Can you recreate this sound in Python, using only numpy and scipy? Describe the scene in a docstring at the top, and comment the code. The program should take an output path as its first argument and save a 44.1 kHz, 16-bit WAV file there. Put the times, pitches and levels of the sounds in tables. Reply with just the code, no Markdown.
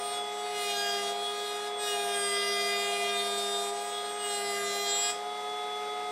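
"""Cordless planer as a jointer

Mounted upside down in a small workshop, it takes a board in three strong pushes.
Two knives strike about 410 times a second: a drone in free air, a harsh rasp with flying chips in wood.
Over the fan's rush the motor whines and the belt hums; motor, belt and knives sag in pitch under load.
The moving board makes single overtones sing out, and two splinters snap off."""
import sys
import numpy as np
from scipy import signal
from scipy.fft import rfft, irfft, next_fast_len
from scipy.io import wavfile
from scipy.ndimage import uniform_filter1d, map_coordinates

SR = 44100
rng = np.random.default_rng(int(sys.argv[2]) if len(sys.argv) > 2 else 0)


def store_wav(level_fs):
    """Save 16-bit WAV to argv[1]."""
    pcm = np.round(np.clip(np.atleast_2d(level_fs), -1, 1) * 32767)
    wavfile.write(sys.argv[1], SR, pcm.T.astype(np.int16))


N = 269451
TIME_S = np.arange(N) / SR
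TOP_HZ = 15700


def amp(db):
    return 10 ** (np.asarray(db) / 20)


def unit_rms(x):
    return x / np.sqrt(np.mean(x ** 2) + 1e-20)


def db_at(spectrum, hz):
    """Interpolate (f/Hz, level/dB) rows on a log frequency axis."""
    row_hz, row_db = np.transpose(spectrum)
    return np.interp(np.log(hz + 1), np.log(row_hz + 1), row_db)


def curves(rows):
    """One per-sample curve for each column after t/s."""
    row_s, *columns = np.transpose(rows)
    return [np.interp(TIME_S, row_s, column) for column in columns]


def wobble(rate_hz):
    """Smooth random curve, rms about 1, knots at rate_hz."""
    grid = np.arange(0, N + 64, 64)
    knots = rng.standard_normal(1024)
    coarse = map_coordinates(knots, [grid * rate_hz / SR], mode="mirror")
    return np.interp(np.arange(N), grid, coarse)


def filtered(x, response):
    """Zero-phase filter with gain response(hz)."""
    size = next_fast_len(N + SR // 2)
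    return irfft(rfft(x, size) * response(np.fft.rfftfreq(size, 1 / SR)), size)[:N]


def rush(spectrum, patchy_db):
    """Coloured noise, rms 1, with random gain patches in time and frequency."""
    bins = signal.stft(rng.standard_normal(N), nperseg=512)[2]
    patches = uniform_filter1d(rng.standard_normal(bins.shape), size=6, axis=0)
    patches = uniform_filter1d(patches, size=12, axis=1)
    noise = signal.istft(bins * amp(patchy_db * unit_rms(patches)), nperseg=512)[1][:N]
    return unit_rms(filtered(noise, lambda hz: amp(db_at(spectrum, hz))))


def angle_rad(turn_hz):
    return 2 * np.pi * np.cumsum(turn_hz) / SR


def tone(phase, waver_db, rate_hz):
    """Sine, rms about 1, with wavering level."""
    return np.sqrt(2) * amp(waver_db * wobble(rate_hz)) * np.sin(phase + rng.uniform(0, 2 * np.pi))


def scattered(phase, wall_share, rate_hz):
    """Direct tone plus wall reflections that shift as board and arms move."""
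    direct = np.sqrt(2 * (1 - wall_share)) * np.cos(phase)
    reflected = wobble(rate_hz) * np.cos(phase) + wobble(rate_hz) * np.sin(phase)
    return direct + np.sqrt(wall_share) * reflected


# Fan noise: f/Hz, relative density/dB
FAN_SPECTRUM = [(25, -39), (70, -25), (110, -13.5), (250, -11), (500, 2), (900, 0.5), (1500, -4.5),
                (2500, -6.5), (3600, -6), (5000, -15), (8500, -22.5), (11000, -27), (15000, -39)]
def fan():
    """Air driven through housing and chip port."""
    return amp(-47.5 + 0.4 * wobble(8)) * rush(FAN_SPECTRUM, patchy_db=1.3)


# Belt hum: t/s, level/dB
HUM_LEVEL = [(0.0, -37), (0.07, -41), (1.19, -39), (1.48, -45.5), (2.14, -38), (2.38, -44), (2.65, -38),
             (3.78, -39.5), (3.88, -42.5), (6.11, -40.5)]
# Faint belt and drum side tones: multiple of belt lap rate, full-load level/dB
SIDE_TONES = [(1, -73), (4.25, -56), (5.22, -59), (5.74, -50), (8.37, -59), (12.16, -62), (19.14, -60.5)]
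def belt(lap_hz, motor_hz, load):
    """The belt hums, tugged once a turn by the motor pulley; faint side tones grow under load."""
    lap_rad = angle_rad(lap_hz)
    hum_db, = curves(HUM_LEVEL)
    hum = amp(hum_db) * tone(6 * lap_rad, waver_db=1.5, rate_hz=30)
    tug = 1 + 0.21 * np.cos(angle_rad(motor_hz))
    side_tones = sum(amp(db) * tone(k * lap_rad, waver_db=2.5, rate_hz=22) for k, db in SIDE_TONES)
    return hum * tug + amp(8.3 * (load - 1)) * side_tones


# Comb of weak motor lines: f/Hz, level per line/dB
BRUSH_SPECTRUM = [(600, -73), (2500, -73.5), (6000, -67), (9000, -78), (12000, -80), (15500, -88)]
def brushes(motor_hz):
    """The brushes tick in the same uneven pattern every turn."""
    orders = np.arange(52)
    line_db = db_at(BRUSH_SPECTRUM, orders * motor_hz.mean()) + rng.normal(0, 2, len(orders))
    lines = amp(line_db) * (orders > 1) * np.exp(2j * np.pi * rng.random(len(orders)))
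    one_turn = irfft(lines, 4096, norm="forward") / np.sqrt(2)
    position = angle_rad(motor_hz) / (2 * np.pi) % 1
    buzz = np.interp(position, np.arange(len(one_turn)) / len(one_turn), one_turn)
    return amp(1.4 * wobble(12)) * buzz


# Rotor whine: t/s, level/dB
WHINE_LEVEL = [(0.0, -53), (0.07, -39.5), (0.2, -41), (0.3, -50), (0.95, -44), (1.3, -41), (1.95, -44),
               (2.1, -51), (2.5, -45), (3.25, -52), (3.85, -49.5), (3.95, -41), (4.1, -48.5), (4.45, -57),
               (4.72, -47), (5.25, -50), (5.5, -43.5), (6.1, -47.5)]
# Strong motor lines: multiple of turn rate, level/dB
MOTOR_LINES = [(1, -67), (7, -60), (11, -63.5), (16, -61), (19, -74), (24, -66), (29, -69), (30, -60.5)]
def motor(motor_hz, rotor_slots=12):
    """The slotted rotor whines among other harmonics of its turn rate."""
    motor_rad = angle_rad(motor_hz)
    whine_db, = curves(WHINE_LEVEL)
    whine = amp(whine_db) * tone(rotor_slots * motor_rad, waver_db=2.9, rate_hz=20)
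    lines = sum(amp(db) * tone(round(k) * motor_rad, waver_db=2, rate_hz=16) for k, db in MOTOR_LINES)
    return whine + lines


# Drone fundamental: t/s, level/dB
CHOP_LEVEL = [(0.0, -44), (0.65, -39.5), (0.87, -41.5), (1.02, -38), (1.12, -40), (1.79, -39.5),
              (1.89, -37), (3.71, -38.5), (3.84, -43.5), (4.61, -37.5), (4.92, -39.5), (5.0, -45),
              (5.82, -41.5), (6.11, -42.5)]
# Drum turn rates, full load to free air: f/Hz
ROOM_DRUM_HZ = [202.1, 202.8, 204.5, 206, 208, 210]
# Drone in the room's standing waves, per ROOM_DRUM_HZ entry: harmonic 2 level/dB, harmonic 3 level/dB
ROOM_LEVELS = [(-61, -40.5), (-43.5, -43.5), (-40.5, -48), (-47.5, -43), (-43.5, -47), (-44.4, -43)]
# Upper drone in free air: harmonic, level/dB
AIR_HARMONICS = [(4, -60.5), (5, -49), (6, -63), (8, -57), (9, -55.5), (10, -71)]
def drone(drum_rad, drum_hz, load):
    """The knives chop the air twice a turn; drum unbalance throbs once a turn, more under load."""
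    room_db = [np.interp(drum_hz, ROOM_DRUM_HZ, db) for db in np.transpose(ROOM_LEVELS)]
    chop = sum(amp(db) * tone(2 * k * drum_rad, waver_db=0.74, rate_hz=28)
               for k, db in enumerate(curves(CHOP_LEVEL) + room_db, 1))
    upper = sum(amp(db - 13 * load) * tone(2 * round(k) * drum_rad, waver_db=1, rate_hz=31)
                for k, db in AIR_HARMONICS)
    throb = amp(-64 + 9.9 * load ** 2) * tone(drum_rad, waver_db=0.9, rate_hz=4.2)
    return chop + upper + throb


# Pushes, and creep while the hands shift: start t/s, end t/s, force level/dB at start, middle, end
STROKES = [(-0.03, 0.174, -8, -10, -8), (0.196, 0.55, -24, -15, -7), (0.538, 1.106, 1, 0, -2),
           (1.114, 1.67, -11, -6.5, -9.5), (1.785, 3.692, -1.5, 0, -2.5), (3.72, 4.204, -6.5, -10.5, -13.5),
           (4.19, 5.104, -3.5, -0.5, 1.5)]
def feed_force(grip_s=0.046, release_s=0.024):
    """Board force on the knives, 1 = full push: each stroke digs in with a jolt, holds and lets go."""
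    force = np.zeros(N)
    for start_s, end_s, start_db, mid_db, end_db in STROKES:
        age_s = np.maximum(TIME_S - start_s, 0)
        after_s = np.maximum(TIME_S - end_s, 0)
        hold_db = np.interp(TIME_S, [start_s, (start_s + end_s) / 2, end_s], [start_db, mid_db, end_db])
        jolt_db = 3.5 * amp(mid_db) * np.exp(-np.square((age_s - 0.08) / 0.091))
        contact = (1 - np.exp(-age_s / grip_s)) * np.exp(-after_s / release_s)
        force += amp(hold_db + jolt_db) * contact
    return force


# Splinter snaps: t/s, level/dB
SNAPS = [(3.376, -39), (5.098, -38.5)]
# Snap noise: f/Hz, relative density/dB
SNAP_SPECTRUM = [(200, -50), (1500, -16), (4000, -15), (6500, -6), (8100, 12), (9300, -13), (13000, -23),
                 (15500, -24)]
def splinters(rise_s=0.001, t60_s=0.16):
    """A splinter breaks with a bright tick that the walls draw out."""
    envelope = np.zeros(N)
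    for start_s, db in SNAPS:
        age_s = np.maximum(TIME_S - start_s, 0)
        envelope += amp(db - 60 * age_s / t60_s) * (1 - np.exp(-age_s / rise_s))
    return envelope * rush(SNAP_SPECTRUM, patchy_db=2)


# Chip hiss: f/Hz, relative density/dB
CHIP_SPECTRUM = [(50, -42), (200, -34), (550, -16), (900, -1), (1300, 7), (2200, 2.5), (3300, -13),
                 (5000, 3), (6500, -12), (8200, 4.5), (10500, -13.5), (13000, -20), (15500, -25)]
def shavings(drum_rad, force, chips_db=-51, dust_db=-55.5):
    """Each blow tears off a chip, a puff of hiss smeared by the walls; dust hisses on in free air."""
    level = np.hypot(amp(chips_db) * force ** 0.56, amp(dust_db))
    puffs = ((1 + np.cos(2 * drum_rad)) / 2) ** 3
    blow_index = (drum_rad / np.pi + 0.5).astype(int)
    sizes = amp(2 * rng.standard_normal(N)[blow_index])
    clumps = amp(np.sqrt(force) * (0.8 * wobble(60) + 1.1 * wobble(14)))
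    return level * unit_rms(clumps * (0.75 + puffs * sizes) * rush(CHIP_SPECTRUM, patchy_db=1.3))


# Board resonances: centre t/s, knife harmonic, duration/s, level/dB
BOARD_RINGS = [(0.628, 5, 0.13, -43), (0.844, 4, 0.19, -40), (0.88, 8, 0.26, -37.5),
               (1.813, 20, 0.074, -41.5), (1.914, 7, 0.11, -39.5), (2.247, 21, 0.25, -36),
               (2.526, 12, 0.65, -38.5), (2.546, 5, 0.66, -38), (2.905, 6, 0.83, -40.5),
               (2.852, 8, 0.6, -43), (3.12, 5, 0.31, -45.5), (3.36, 9, 0.64, -37), (4.307, 20, 0.25, -40.5),
               (4.65, 5, 0.6, -43.5), (4.8, 32, 0.18, -55), (4.8, 33, 0.2, -56), (4.852, 10, 0.46, -41),
               (4.97, 8, 0.41, -40.5), (4.995, 18, 0.24, -35), (5.006, 19, 0.24, -34.5)]
def board_power(harmonic):
    """Power over time of the board ringing on one knife harmonic."""
    return sum(amp(db) ** 2 * np.exp(-2 * (2 * (TIME_S - centre_s) / length_s) ** 4)
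               for centre_s, k, length_s, db in BOARD_RINGS if round(k) == harmonic)


# Housing resonances and dead spots: f/Hz, width/Hz, gain/dB
HOUSING_BANDS = [(2450, 170, 2.5), (3280, 170, 1.5), (3640, 180, 3.5), (4430, 120, -4.5), (4836, 150, 3.5),
                 (5720, 100, 4), (6150, 160, -3.5), (6920, 130, -2), (10230, 150, 1.5), (11300, 340, -2.5)]
def housing_db(hz):
    """The housing lifts or damps narrow bands."""
    return sum(db * np.exp(-np.square((hz - centre_hz) / width_hz))
               for centre_hz, width_hz, db in HOUSING_BANDS)


# Knife blow colour: f/Hz, gain/dB
BLOW_SPECTRUM = [(1600, 3.5), (2400, 3), (3200, 4.5), (4000, 3), (4900, 1.2), (5700, -3), (6900, 1.5),
                 (8100, 6.5), (9300, 10), (10500, 5.5), (13000, 2.5), (15000, -4)]
# Resonance of the slot under the board: t/s, f/Hz, level before force scaling/dB
SLOT_RESONANCE = [(0.08, 8570, -39.5), (0.4, 7900, -42.5), (1.0, 8050, -78), (1.5, 8300, -55.5),
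                  (2.4, 8800, -44.5), (2.9, 8350, -50), (3.55, 7950, -41.5), (4.15, 8280, -43),
                  (4.7, 7440, -44.5), (5.1, 7650, -44)]
def knives(drum_rad, force, slot_width_hz=250):
    """Sharp blows on wood make a stack of harmonics; slot and board ring on single ones."""
    force_db = 20 * np.log10(force + amp(-28.5))
    dull_db = -52.5 + 0.72 * force_db
    edge_db = -67 + 0.88 * force_db
    slot_hz, slot_db = curves(SLOT_RESONANCE)
    slot_level = amp(slot_db + 0.41 * force_db) * force / (force + 0.089)
    mean_blow_hz = drum_rad[-1] / np.pi / TIME_S[-1]
    blow_rad = 2 * drum_rad + 0.011 * wobble(90)  # grain jitters the timing
    rasp = np.zeros(N)
    for k in range(4, int(TOP_HZ / mean_blow_hz) + 1):
        if k % 4 == 0:  # four neighbours flare with the grain and flutter as chips break
            flare = amp(wobble(20) + 1.2 * wobble(60) - 0.4)
        hz = k * mean_blow_hz
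        edge_share = np.clip((hz - 5700) / 4900, 0, 1)
        cut_db = (1 - edge_share) * dull_db + edge_share * edge_db
        swell_db = 2.5 * wobble(0.3325 * k)  # the board slides
        level = amp(cut_db + db_at(BLOW_SPECTRUM, hz) + housing_db(hz) + swell_db)
        phase = k * blow_rad + rng.normal(0, 0.79)
        harmonic = scattered(phase, wall_share=0.2, rate_hz=16)
        between = amp(-15) * tone(phase + drum_rad, waver_db=3, rate_hz=7)  # one knife stands prouder
        slot_power = slot_level ** 2 * np.exp(-np.square((hz - slot_hz) / slot_width_hz))
        singing = np.sqrt(2 * (slot_power + board_power(k))) * np.sin(phase)  # resonance lags 90 deg
        rasp += flare * level * (harmonic + between) + np.sqrt(flare) * singing
    return rasp


# Cutter drum turn rate: t/s, f/Hz
DRUM_SPEED = [(0.0, 205.43), (0.24, 207.83), (0.51, 208.36), (0.73, 204.25), (1.03, 202.75), (1.29, 206.0),
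              (1.82, 207.9), (1.98, 204.47), (2.29, 201.96), (2.94, 202.85), (3.12, 202.39), (3.67, 202.87),
              (3.85, 205.15), (4.18, 207.2), (4.41, 203.61), (4.64, 202.19), (4.92, 203.44), (5.29, 208.92),
              (5.53, 209.87), (6.1, 210.01)]
def scene():
    """Drum speed sets the machine's pitch; feed force sets the strength of the cut."""
    steady_hz, = curves(DRUM_SPEED)
    load = (steady_hz.max() - steady_hz) / np.ptp(steady_hz)  # the drum slows as the knives bite
    drum_hz = steady_hz * (1 + 0.000272 * wobble(16))
    drum_rad = angle_rad(drum_hz)
    motor_hz = drum_hz * (1.357 + 0.0032 * load)  # runs ahead as the belt creeps
    lap_hz = drum_hz * (0.5739 + 0.001 * load)
    force = feed_force()
    machine = drone(drum_rad, steady_hz, load) + motor(motor_hz) + brushes(motor_hz)
    machine += belt(lap_hz, motor_hz, load) + fan()
    cut = knives(drum_rad, force) + shavings(drum_rad, force) + splinters()
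    return (machine + cut)[None]


def record(dry):
    """Brick-wall low-pass at TOP_HZ."""
    return filtered(dry[0], lambda hz: hz < TOP_HZ)[None]


dry = scene()
out = record(dry)
store_wav(out)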